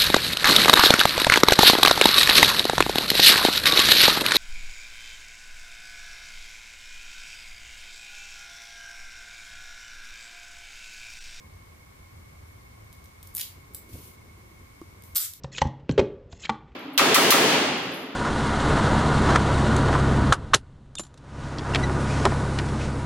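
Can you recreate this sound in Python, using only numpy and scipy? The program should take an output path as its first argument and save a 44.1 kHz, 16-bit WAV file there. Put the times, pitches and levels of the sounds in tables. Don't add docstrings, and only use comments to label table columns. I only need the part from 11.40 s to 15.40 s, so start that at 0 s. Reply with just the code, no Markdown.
import sys
import numpy as np
from scipy import signal
from scipy.fft import rfft, irfft
from scipy.io import wavfile
from scipy.ndimage import uniform_filter1d

SR = 44100
rng = np.random.default_rng(int(sys.argv[2]) if len(sys.argv) > 2 else 0)


def linear_from_db(decibels):
    return 10 ** (np.asarray(decibels, float) / 20)


def master_out(mix):
    frames = np.transpose(np.atleast_2d(mix))
    ceiling = np.clip(frames, -1, 1)
    pcm = np.round(ceiling * 32767).astype(np.int16)
    wavfile.write(sys.argv[1], SR, pcm)


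N = 176400

# (time [s], peak level [dB], ring [Hz], dull knock [dB])
SHACKLE_HITS = [(3.7495, -32, 12900, 0), (3.7557, -15, 11500, -5), (3.7594, -7, 14800, -3),
                (3.762, -11, 13000, 0), (3.7648, -6, 13900, -5), (3.7665, -6, 13500, -5),
                (3.768, -6, 7700, -5), (3.7712, -1, 13500, -5), (3.7735, -10, 7700, -5),
                (3.7792, -4, 13000, 3), (3.7812, -6, 13500, 0), (3.784, -10, 12800, 0),
                (3.7872, -9, 13200, 0), (3.7912, -15, 13500, 0), (3.7945, -17, 12800, 0),
                (3.8042, -12, 13700, -3), (3.8062, -15, 7700, 0), (3.8108, -14, 13000, 2),
                (3.8148, -14, 7700, 2), (3.8212, -13, 13100, -5), (3.8265, -16, 13500, 0),
                (3.8475, -20, 10500, 2)]
# (frequency [Hz], density [dB per Hz])
SHACKLE_COLOUR = [(750, -58), (1250, -10.5), (2600, -10.5), (4200, -9.5), (6500, -5.5), (7700, -0.5),
                  (11500, -2.5), (13500, -1.5), (15200, -15)]


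def shackle_clack():
    return linear_from_db(0.3) * contacts(SHACKLE_HITS, SHACKLE_COLOUR, crack_s=0.0015, ring_db=-10.5, ring_t60=0.012,
                               knock_hz=4670, body_db=-42)


# (time [s], peak level [dB], ring [Hz], dull knock [dB])
PIN_CLICKS = [(1.9499, -16, 14000, -12), (1.9507, -13, 12700, -12), (1.963, -16, 14200, -8),
              (1.9682, -8, 9500, -8), (1.9768, -15, 13400, -10), (1.9818, -10, 10500, -6),
              (1.9895, -19, 13000, -8), (1.9905, -16, 13600, -6), (1.9958, -21, 10500, 2),
              (1.998, -16, 10800, 2), (2.0036, -18, 11800, 2), (2.0095, -18, 13000, -3),
              (2.0104, -11, 11600, -3), (2.0138, -12, 11800, 4), (2.017, -19, 12000, 0),
              (2.0205, -21, 12000, 0)]
# (frequency [Hz], density [dB per Hz])
KEY_COLOUR = [(900, -60), (1500, -40), (2700, -22), (3800, -11), (5500, -12), (8000, -4), (11500, 3),
              (14800, 3)]


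def pin_rasp():
    return linear_from_db(5) * contacts(PIN_CLICKS, KEY_COLOUR, crack_s=0.0004, ring_db=-15, ring_t60=0.005,
                             knock_hz=4100, body_db=-40)


# (time [s], peak level [dB], ring [Hz], dull knock [dB])
KEY_TICKS = [(1.528, -35.5, 12500, 6), (1.6415, -39, 12200, 5), (1.658, -46, 7000, 14),
             (1.8285, -30.5, 14800, 4.5), (1.872, -32, 12300, 2), (1.874, -34.5, 5650, -7),
             (2.3365, -31, 12100, -15), (2.3467, -15, 7700, -6.5), (2.697, -50, 8800, -7),
             (3.415, -44, 3600, 10), (3.6225, -32, 13200, -3), (3.637, -33.5, 7700, 3.5),
             (3.936, -14.5, 12800, 2)]


def key_ticks():
    return contacts(KEY_TICKS, KEY_COLOUR, crack_s=0.00072, ring_db=-19, ring_t60=0.013,
                    knock_hz=4350, body_db=-32)


# (start [s], length [s], level [dB])
METAL_SLIDES = [
    (1.94, .012, -48),
    (1.95, .085, -37),
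    (3.7485, .012, -41),
    (3.76, .016, -25),
    (3.792, .08, -25),
]


def metal_slides():
    key = slides(METAL_SLIDES[:2], KEY_COLOUR, body_db=-42, fade=0.25)
    return key + slides(METAL_SLIDES[2:], SHACKLE_COLOUR, body_db=-40, fade=0.25)


# (start [s], length [s], level [dB])
KEY_CHATTER = [
    (1.529, 0.013, -50),
    (1.642, 0.028, -55),
    (1.829, 0.016, -47),
    (1.872, .018, -48),
    (2.3475, .013, -33),
    (3.637, 0.11, -54),
    (3.937, 0.011, -40),
]


def key_chatter():
    return slides(KEY_CHATTER, KEY_COLOUR, body_db=-49, fade=1)


# (start [s], length [s], level [dB])
KEY_SEATING = [
    (1.975, 0.024, -43),
    (1.994, 0.031, -40.5),
]
# (frequency [Hz], density [dB per Hz])
PLUG_COLOUR = [(800, -15), (1400, -6), (2200, 5.5), (3800, -5.5), (5500, 4), (8000, -24)]


def key_seating():
    return slides(KEY_SEATING, PLUG_COLOUR, body_db=-60, fade=0.63)


# (frequency [Hz], level [dB], t60 [s])
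BODY_MODES = [(4100, -12, .02), (5475, -12, .02), (7610, -6, .04), (7900, -8, .03), (8500, -9, .03),
              (9960, -9, .02), (11100, -9, .02), (12700, -4, .025), (13100, -2, .03), (13510, -1, .03),
              (13930, -4, .025), (14900, -8, .02)]


def steel_body(pushes):
    return sum(linear_from_db(db) * ring(push, hz, t60) for push, (hz, db, t60) in zip(pushes, BODY_MODES))


def contacts(rows, spectrum, crack_s, ring_db, ring_t60, knock_hz, body_db):
    length = 1500
    t = np.arange(length) / SR
    crack, own = np.zeros(N), np.zeros(N)
    pushes = np.zeros((len(BODY_MODES), N))
    noise = rng.standard_normal((len(rows), length))
    spread_db = rng.normal(0, 2.4, (len(rows), len(BODY_MODES)))
    knock_band = signal.butter(4, [knock_hz / 1.5, knock_hz * 1.7], "band", fs=SR, output="sos")
    for k, (s, db, hz, knock_db) in enumerate(rows):
        envelope = np.exp(-t / crack_s) * (1 - np.exp(-t / 0.0001))
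        shape = flat(noise[k] * envelope) * np.exp(-t / crack_s / 4)
        burst = linear_from_db(db - 8) * shape / np.sqrt(np.sum(shape ** 2) / (crack_s * SR / 2))
        i = int(s * SR)
        crack[i:i + length] += burst
        own[i:i + length] += linear_from_db(ring_db) * ring(burst, hz, ring_t60)
        own[i:i + length] += linear_from_db(knock_db + 1.0) * signal.sosfilt(knock_band, burst)
        pushes[:, i:i + length] += burst * linear_from_db(spread_db[k])[:, None]
    return colour(crack, spectrum)[0] + own + linear_from_db(body_db) * steel_body(pushes)


def slides(rows, spectrum, body_db, fade):
    t = np.arange(N) / SR
    scrape = np.zeros(N)
    roughness_db = 2.0 * np.minimum(rng.exponential(1, N), 4)
    grains = rms_one(linear_from_db(roughness_db) * rng.standard_normal(N))
    for s, length, db in rows:
        rise = (t - s) / 0.00035
        fall = (s + length - t) / (fade * length)
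        scrape += linear_from_db(db) * np.clip(np.minimum(rise, fall), 0, 1) * grains
    return colour(scrape, spectrum)[0] + linear_from_db(body_db) * steel_body([scrape] * len(BODY_MODES))


def desk(x):
    scatter_db, scatter_s, turns_per_s = -5, 0.0002, 40
    scatter = []
    for k in rng.standard_normal((2, 32)) * np.exp(-np.arange(32) / SR / scatter_s):
        odd = np.concatenate([[0], k[1:], [0], -k[:0:-1]])
        scatter.append(np.convolve(x, np.roll(flat(odd), 32))[32:N + 32])
    turn = 2 * drift(turns_per_s)
    side = linear_from_db(scatter_db) * (np.cos(turn) * scatter[0] + np.sin(turn) * scatter[1])
    return np.array([x + side, x - side]) / np.sqrt(1 + linear_from_db(2 * scatter_db))


# (frequency [Hz], t60 [s])
ROOM_DECAY = [(1000, 0.28), (4000, 0.32), (8000, 0.28), (11500, 0.26), (15000, 0.3)]


def room(x):
    room_db, onset_s = -3.5, 0.015
    t = np.arange(SR // 2) / SR
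    edges = 300 * 2 ** np.arange(0, 6, 0.5)
    noise = rng.standard_normal((2, 2, len(t)))
    tail = 0
    for k, (low, high) in enumerate(zip(edges, np.append(edges[1:], 20000))):
        band_pass = signal.butter(2, [low, high], "band", fs=SR, output="sos")
        band = signal.sosfilt(band_pass, noise[k % 2])
        tail = tail + band * linear_from_db(-60 * t / at_hz(ROOM_DECAY, np.sqrt(low * high)))
    tail = tail * np.clip(t / onset_s, 0, 1)
    tail = tail / np.sqrt(np.sum(tail ** 2) / 2)
    return linear_from_db(room_db) * signal.fftconvolve(x[None], tail, axes=1)[:, :N]


# (time [s], level [dB])
FINGER_RUB = [
    (2.49, -58),
    (2.522, -59),
    (2.535, -51),
    (2.555, -55),
    (2.62, -54.5),
    (2.655, -54.5),
    (2.68, -54),
    (2.71, -59),
    (2.76, -66),
]
# (frequency [Hz], density [dB per Hz])
SKIN_COLOUR = [(1470, -35), (2500, -0.5), (4640, -1.5), (8000, -1.5), (12000, 4.5), (14000, 3),
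               (15500, 0.5)]


def finger_rub():
    roughness_db = 2.5 * np.minimum(rng.exponential(1, N), 4)
    grains = rms_one(linear_from_db(roughness_db)) * rng.standard_normal((2, N))
    return level(FINGER_RUB) * linear_from_db(4.0 + 1.2 * drift(55)) * colour(grains, SKIN_COLOUR)


# (time [s], peak level [dB], pitch [Hz], t60 [s])
PALM_BUMPS = [
    (2.53, -37, 120, .07),
    (2.54, -29, 95, .08),
    (2.552, -39, 150, .06),
    (2.549, -38, 300, .04),
    (2.556, -42, 520, .03),
    (2.578, -35, 110, .07),
    (3.115, -48, 330, .05),
    (3.4155, -31, 330, .06),
    (3.416, -35, 1150, .025),
    (3.7792, -22, 1250, .015),
]


def palm_bumps():
    out = np.zeros(N)
    for s, db, hz, t60 in PALM_BUMPS:
        push = np.zeros(N)
        push[int(s * SR)] = linear_from_db(db)
        out += signal.lfilter([0.1], [1, -0.9], ring(push, hz, t60))
    return out


# (time [s], level [dB])
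GRIP_SHIFT = [
    (2.15, -64),
    (2.3, -58),
    (2.55, -50),
    (2.8, -59),
    (3.0, -60),
    (3.3, -61.5),
    (3.6, -58.5),
    (3.75, -67),
]


def grip_shuffle():
    band_pass = signal.butter(2, [200, 420], "band", fs=SR, output="sos")
    shuffle = rms_one(signal.sosfilt(band_pass, rng.standard_normal(N)))
    return level(GRIP_SHIFT) * linear_from_db(-4.0 + 2.0 * drift(17)) * shuffle


# (frequency [Hz], density [dB per Hz])
RUMBLE_COLOUR = [(12, -63), (20, -19), (87, 1), (134, -9.5), (156, -11.5), (240, -16), (511, -19),
                 (561, -20.5), (800, -24), (1040, -33), (1760, -120)]
# (frequency [Hz], density [dB per Hz])
HISS_COLOUR = [(470, -48), (800, -4.5), (1090, -2.5), (1840, -6.5), (2180, -6), (2600, -10), (12900, -16),
               (15500, -15.5)]


def rumble_and_hiss():
    white = stereo_noise()
    rumble = rms_one(colour(white, RUMBLE_COLOUR)[:, -N:])
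    hiss = rms_one(colour(white, HISS_COLOUR)[:, -N:])
    return linear_from_db(-50 + 0.92 * drift(15.4)) * rumble + linear_from_db(-57.5) * hiss


# (frequency [Hz], width [Hz], level [dB])
APPLIANCE_TONES = [(1085, 90, -63), (2190, 70, -61), (9700, 200, -80), (13000, 300, -75)]


def appliance():
    noise, out = stereo_noise(), 0
    for hz, width, db in APPLIANCE_TONES:
        t60 = 1.28 / width
        tone = ring(ring(noise, hz, t60), hz, t60)
        out = out + linear_from_db(db) * rms_one(tone[:, -N:])
    return out


# (frequency [Hz], level [dB])
LENS_TONES = [(10300, -77), (10900, -75), (11500, -74), (14800, -79)]


def lens_whine():
    start_s, length_s, fade_s = 1.04, 0.105, 0.0069
    t = np.arange(N) / SR
    gate = np.clip(np.minimum(t - start_s, start_s + length_s - t) / fade_s, 0, 1)
    return gate * sum(linear_from_db(db + 2.0 * drift(30)) * np.sin(2 * np.pi * hz * t) for hz, db in LENS_TONES)


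# (frequency [Hz], left-right correlation [-1 to 1])
CHANNEL_LIKENESS = [(40, 0.97), (100, 1), (200, 0.58), (400, -0.43), (700, -0.34), (1300, -0.26),
                    (4000, -0.22), (14000, -0.11)]


def stereo_noise():
    length = N + SR
    mid, side = rfft(rng.standard_normal((2, length)))
    alike = np.clip(at_hz(CHANNEL_LIKENESS, np.arange(len(mid)) * SR / length), -1, 1)
    return irfft(np.sqrt((1 + alike) / 2) * mid + np.sqrt((1 - alike) / 2) * side * [[1], [-1]])


def drift(rate):
    r = np.exp(-2 * np.pi * rate / SR)
    return rms_one(signal.lfilter([1], [1, -2 * r, r * r], rng.standard_normal(N + SR))[SR:])


def ring(clicks, hz, t60):
    r = linear_from_db(-60 / (t60 * SR))
    w = 2 * np.pi * min(hz, 20000) / SR
    return signal.lfilter([0, np.sin(w)], [1, -2 * r * np.cos(w), r * r], clicks + 1e-18)


def colour(x, spectrum):
    (low, low_db), (high, high_db) = spectrum[0], spectrum[-1]
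    points = [(low / 2, low_db - 20)] + list(spectrum) + [(high * 2, high_db - 20)]
    cepstrum = irfft(at_hz(points, np.arange(8193) * SR / 16384) * np.log(10) / 20)
    cepstrum[1:8192] *= 2
    cepstrum[8193:] = 0
    h = irfft(np.exp(rfft(cepstrum)))
    h = h / np.sqrt(np.sum(h ** 2))
    return signal.fftconvolve(np.atleast_2d(x), h[None], axes=1)[:, :x.shape[-1]]


def flat(x):
    f = rfft(x)
    return irfft(f / (np.abs(f) + 1e-12), x.shape[-1])


def rms_one(x):
    return x / np.sqrt(np.mean(x ** 2) + 1e-20)


def at_hz(points, hz):
    p = np.array(points)
    return np.interp(np.log(np.maximum(hz, 1)), np.log(p[:, 0]), p[:, 1])


def level(rows):
    s, db = np.transpose(rows)
    return linear_from_db(np.interp(np.arange(N) / SR, s, db, -140, -140))


def scene():
    lock = shackle_clack() + pin_rasp() + key_ticks()
    lock += metal_slides() + key_chatter() + key_seating()
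    hands = finger_rub() + palm_bumps() + grip_shuffle()
    background = rumble_and_hiss() + appliance() + lens_whine()
    return desk(lock) + room(lock) + hands + background


def roll_off(x):
    return signal.sosfilt(signal.butter(12, 16270, fs=SR, output="sos"), x)


def record(dry):
    threshold_db, slope, attack_s, release_db_per_s = -26, 0.55, 0.0015, 28.5
    cutoff_hz, leak_db = 15160, 26
    db = 10 * np.log10(uniform_filter1d(np.mean(dry ** 2, axis=0), size=88) + 1e-12)
    ramp = release_db_per_s * np.arange(N) / SR
    held = np.maximum.accumulate(db + ramp) - ramp
    over = np.maximum(held - threshold_db, 0)
    r = np.exp(-1 / (attack_s * SR))
    mix = dry * linear_from_db(-slope * signal.lfilter([1 - r], [1, -r], over))
    mix = signal.sosfilt(signal.ellip(10, 0.5, leak_db, cutoff_hz, fs=SR, output="sos"), mix)
    return roll_off(mix)


dry = scene()
out = record(dry)
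master_out(out)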